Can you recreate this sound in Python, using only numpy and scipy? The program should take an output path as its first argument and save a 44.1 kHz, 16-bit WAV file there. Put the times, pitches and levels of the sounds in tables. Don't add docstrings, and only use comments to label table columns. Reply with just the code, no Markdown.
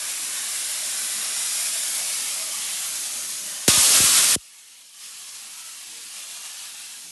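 import sys
import numpy as np
from scipy import signal
from scipy.fft import rfft, irfft, next_fast_len
from scipy.io import wavfile
from scipy.ndimage import uniform_filter1d

SR = 44100
rng = np.random.default_rng(int(sys.argv[2]) if len(sys.argv) > 2 else 0)


def to_wav(sig):
    pcm = np.clip(np.atleast_2d(sig), -1, 1) * 32767
    pcm = np.round(pcm).astype(np.int16)
    wavfile.write(sys.argv[1], SR, pcm.T)


def elevation(decibels):
    levels = np.asarray(decibels, float)
    return 10 ** (levels / 20)


N = 313532
TIME = np.arange(N) / SR

# (time [s], hiss level [dB], brightness [dB per octave])
APPROACH_LEVELS = [(0, -29, -0.47), (.7, -27.5, -0.13), (1.35, -26.5, -0.5), (1.6, -25, 0.6),
                   (2.05, -26, -0.2), (2.5, -28.5, -.45), (2.8, -28, -0.16), (3.15, -29.5, -0.1),
                   (3.6, -32, -0.9)]
AFTER_LEVELS = [(4.4, -46.5, 0.54), (4.6, -46.5, 0.25), (4.93, -47.5, 0.4), (5.03, -38.5, 0.24),
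                (6.0, -38.5, 0.05), (6.09, -39, 0), (6.18, -36.5, -.1), (6.5, -36.5, -.5), (6.9, -38, 0),
                (7.1, -40.5, 0.8)]
# (time [s], hiss level [dB], brightness [dB per octave])
BLAST_LEVELS = [(3.73, -17.5, -0.6), (3.81, -15, 0.5), (4.0, -15.5, 0.3), (4.08, -16.5, -0.1),
                (4.17, -15, 0.4), (4.27, -17, 0.5)]
# (frequency [Hz], density [dB per Hz])
APPROACH_COLOUR = [(260, -49), (440, -22.5), (607, -12.5), (911, -14.5), (1190, -9.5), (1410, -11.5),
                   (2390, -6.5), (2790, -6), (10100, 0.5), (11200, -0.5), (11700, -2.5), (12500, -26.5),
                   (16200, -57), (22000, -120)]
BLAST_COLOUR = [(260, -51), (440, -23), (590, -13), (803, -16), (1190, -7.5), (1370, -10.5), (1860, -10.5),
                (2790, -6), (5320, -4), (8930, -2), (11500, -4), (12000, -13.5), (12500, -30), (16200, -55),
                (22000, -120)]
AFTER_COLOUR = [(260, -44), (440, -24), (479, -18.5), (550, -16.5), (651, -15.5), (911, -9.5), (1310, -8.5),
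                (1550, -9.5), (1660, -7), (1910, -8.5), (2720, -3), (7040, -1), (11300, -1.5),
                (12000, -10.5), (12500, -23), (16200, -51), (22000, -120)]
# (frequency [Hz], density [dB per Hz])
RUMBLE_COLOUR = [(24, -48), (40, -22), (72, -5.5), (130, -7), (216, 0), (318, -2.5), (460, -8),
                 (600, -32.5), (1010, -120)]
# (time [s], half length [s], gain [dB])
RUMBLE_SWELLS = [(3.466, .07, 2.5), (6.0, .1, 4), (7.1, 0.11, 6)]
# (start [s], length [s], frequency [Hz], rms level at the height of the swell [dB])
HUM_TONES = [(3.39, .15, 183, -58), (5.89, .1, 325, -67), (5.9, .14, 472, -65), (7.02, .16, 177, -65)]
# (time [s], delay [ms], treble share of direct sound [0-1])
GROUND_ECHO = [(0, 0.55, 0.14), (1.8, 0.56, 0.26), (2.3, 0.74, .02)]
# (time [s], peak level before the high-pass [dB], length [ms], high-pass corner [Hz])
THUMPS = [(3.6808, -1.5, 2.4, 193), (3.7718, -19.2, 3.9, 5), (3.9012, -24, 1.5, 30),
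          (4.0001, -15.3, 2.7, 39), (4.0353, -22.5, 2.6, 33), (4.359, -13.9, 2.3, 101)]
# (time [s], half length [s], start frequency [Hz], end frequency [Hz], gain [dB])
HISS_BANDS = [(.3, 0.45, 1750, 1700, 2), (.4, 0.5, 2510, 2850, 3), (.71, 0.69, 2100, 2080, 3.5),
              (.78, 0.94, 1550, 1580, 5), (1.8, 0.086, 3680, 3740, 0.5), (2.14, .74, 2500, 1970, 3.5),
              (2.41, .084, 613, 660, 11), (2.67, .2, 3120, 3130, 6.5), (3.306, 0.41, 6370, 6760, 4.5),
              (4.6, 0.14, 2280, 2000, 6.5), (4.9, 0.31, 2950, 3080, 3.5), (6.25, .14, 2650, 3300, 1.5),
              (6.55, 0.38, 3280, 3200, 3)]


def read(points, hz):
    f, value = np.transpose(points)
    return np.interp(np.log(hz + 1), np.log(f + 1), value)


def evened(x):
    return x / np.sqrt(np.mean(x ** 2) + 1e-20)


def smoothed_noise(noise, bins, frames):
    across_pitch = uniform_filter1d(noise, size=bins, axis=0)
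    return evened(uniform_filter1d(across_pitch, size=frames, axis=1))


def turbulence(field_db, patchy_db, flicker_db, streaky_db, size=1024):
    frames, bins = 4 * N // size + 6, size // 2 + 1
    real, imaginary, patches, streaks = rng.standard_normal((frames, bins, 4)).T
    hz = np.fft.rfftfreq(size, 1 / SR)[:, None]
    t = np.arange(frames) * size / 4 / SR
    patches = smoothed_noise(patches, bins=16, frames=14)
    streaks = smoothed_noise(streaks, bins=2, frames=26)
    streaks /= np.sqrt(1 + (hz / 3500) ** 2)
    flicker = evened(uniform_filter1d(rng.standard_normal(frames), size=5))
    field = elevation(field_db(hz, t))
    field /= np.sqrt((field ** 2).mean(0))
    texture = elevation(patchy_db * patches + streaky_db * streaks + flicker_db * flicker)
    spectra = (real + 1j * imaginary) * field * texture
    noise = signal.istft(spectra, nperseg=size, noverlap=3 * size // 4)[1]
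    return evened(noise[:N])


def ground_comb_db(hz, t):
    s, delay_ms, share = np.transpose(GROUND_ECHO)
    phase = np.exp(-2j * np.pi * hz * np.interp(t, s, delay_ms) / 1000)
    treble_weight = hz ** 2 / (hz ** 2 + 3500 ** 2)
    return 20 * np.log10(abs(1 + np.interp(t, s, share) * phase * treble_weight))


def passing_bands_db(hz, t):
    half_width = 0.052
    total_db = 0
    for s, half_length, from_hz, to_hz, db in HISS_BANDS:
        u = (t - s) / half_length
        centre = from_hz + (to_hz - from_hz) * (u + 1) / 2
        profile = 1 / (1 + ((hz - centre) / (half_width * from_hz)) ** 2)
        total_db = total_db + db * np.exp(-u ** 4) * profile
    return total_db


def jet(levels, colour, patchy_db, flicker_db, streaky_db):
    s, level_db, brightness = np.transpose(levels)

    def field_db(hz, t):
        tilt_db = np.interp(t, s, brightness) * np.log2(hz / 4000 + .1)
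        return read(colour, hz) + tilt_db + ground_comb_db(hz, t) + passing_bands_db(hz, t)

    return elevation(np.interp(TIME, s, level_db)) * turbulence(field_db, patchy_db, flicker_db, streaky_db)


def rumble(opened, shut):
    roar = turbulence(lambda hz, t: read(RUMBLE_COLOUR, hz) + 0 * t,
                      patchy_db=0.5, flicker_db=1.2, streaky_db=2.0, size=2048)
    s, hiss_db, _ = np.transpose(AFTER_LEVELS)
    approach = elevation(-58 - 0.63 * TIME)
    blast = elevation(-43.5)
    later = elevation(np.interp(TIME, s, hiss_db) - 30)
    level = (1 - opened) * approach + opened * (1 - shut) * blast + shut * later
    swell_db = sum(db * np.exp(-((TIME - s) / half_length) ** 2) for s, half_length, db in RUMBLE_SWELLS)
    return roar * level * elevation(swell_db)


def hums():
    out = np.zeros(N)
    for s, length, hz, db in HUM_TONES:
        envelope = np.sin(np.pi * np.clip((TIME - s) / length, 0, 1)) ** .5
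        tone = np.sin(2 * np.pi * (hz * TIME + rng.random()))
        out += elevation(db) * np.sqrt(2) * envelope * tone
    return out


def thumps():
    out = np.zeros(N)
    for s, db, length_ms, corner_hz in THUMPS:
        across = np.clip((TIME - s) * 2 * 1000 / length_ms, -1, 1)
        hump = elevation(db) * np.cos(np.pi / 2 * across) ** 2
        out += signal.lfilter([1, -1], [1, -np.exp(-2 * np.pi * corner_hz / SR)], hump)
    return out


def ramp(middle_s, length_s):
    return np.clip((TIME - middle_s) / length_s + .5, 0, 1)


def scene():
    opens_s = 3.6786
    opened, shut = ramp(opens_s, length_s=.001), ramp(4.357, length_s=.008)
    surge = elevation(8 * np.exp(-abs(TIME - opens_s) / 0.021))
    before = jet(APPROACH_LEVELS, APPROACH_COLOUR, patchy_db=0.29, flicker_db=0.32, streaky_db=2.5)
    during = jet(BLAST_LEVELS, BLAST_COLOUR, patchy_db=0.5, flicker_db=0.63, streaky_db=2.0) * surge
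    later = jet(AFTER_LEVELS, AFTER_COLOUR, patchy_db=0.22, flicker_db=0.65, streaky_db=3.0)
    steam = (1 - opened) * before + (opened * (1 - shut)) ** 2 * during + shut * later
    mix = steam + rumble(opened, shut) + hums() + thumps()
    return mix[None]


def low_pass(x):
    return signal.sosfilt(signal.butter(12, 12780, fs=SR, output="sos"), x)


def record(dry):
    size = next_fast_len(N + SR)
    hz = np.fft.rfftfreq(size, 1 / SR) + 1
    lag = np.exp(-2j * np.pi * 1.23 * np.log(hz / 1500))
    bass_cut = 1 / np.sqrt(1 + (58 / hz) ** 6)
    treble_cut = 1 / (1 + np.exp(np.clip((hz - 12250) / 70, -50, 50)))
    spectrum = rfft(dry, size) * lag * bass_cut * treble_cut
    mix = irfft(spectrum, size)[:, :N]
    return low_pass(mix)


dry = scene()
out = record(dry)
to_wav(out)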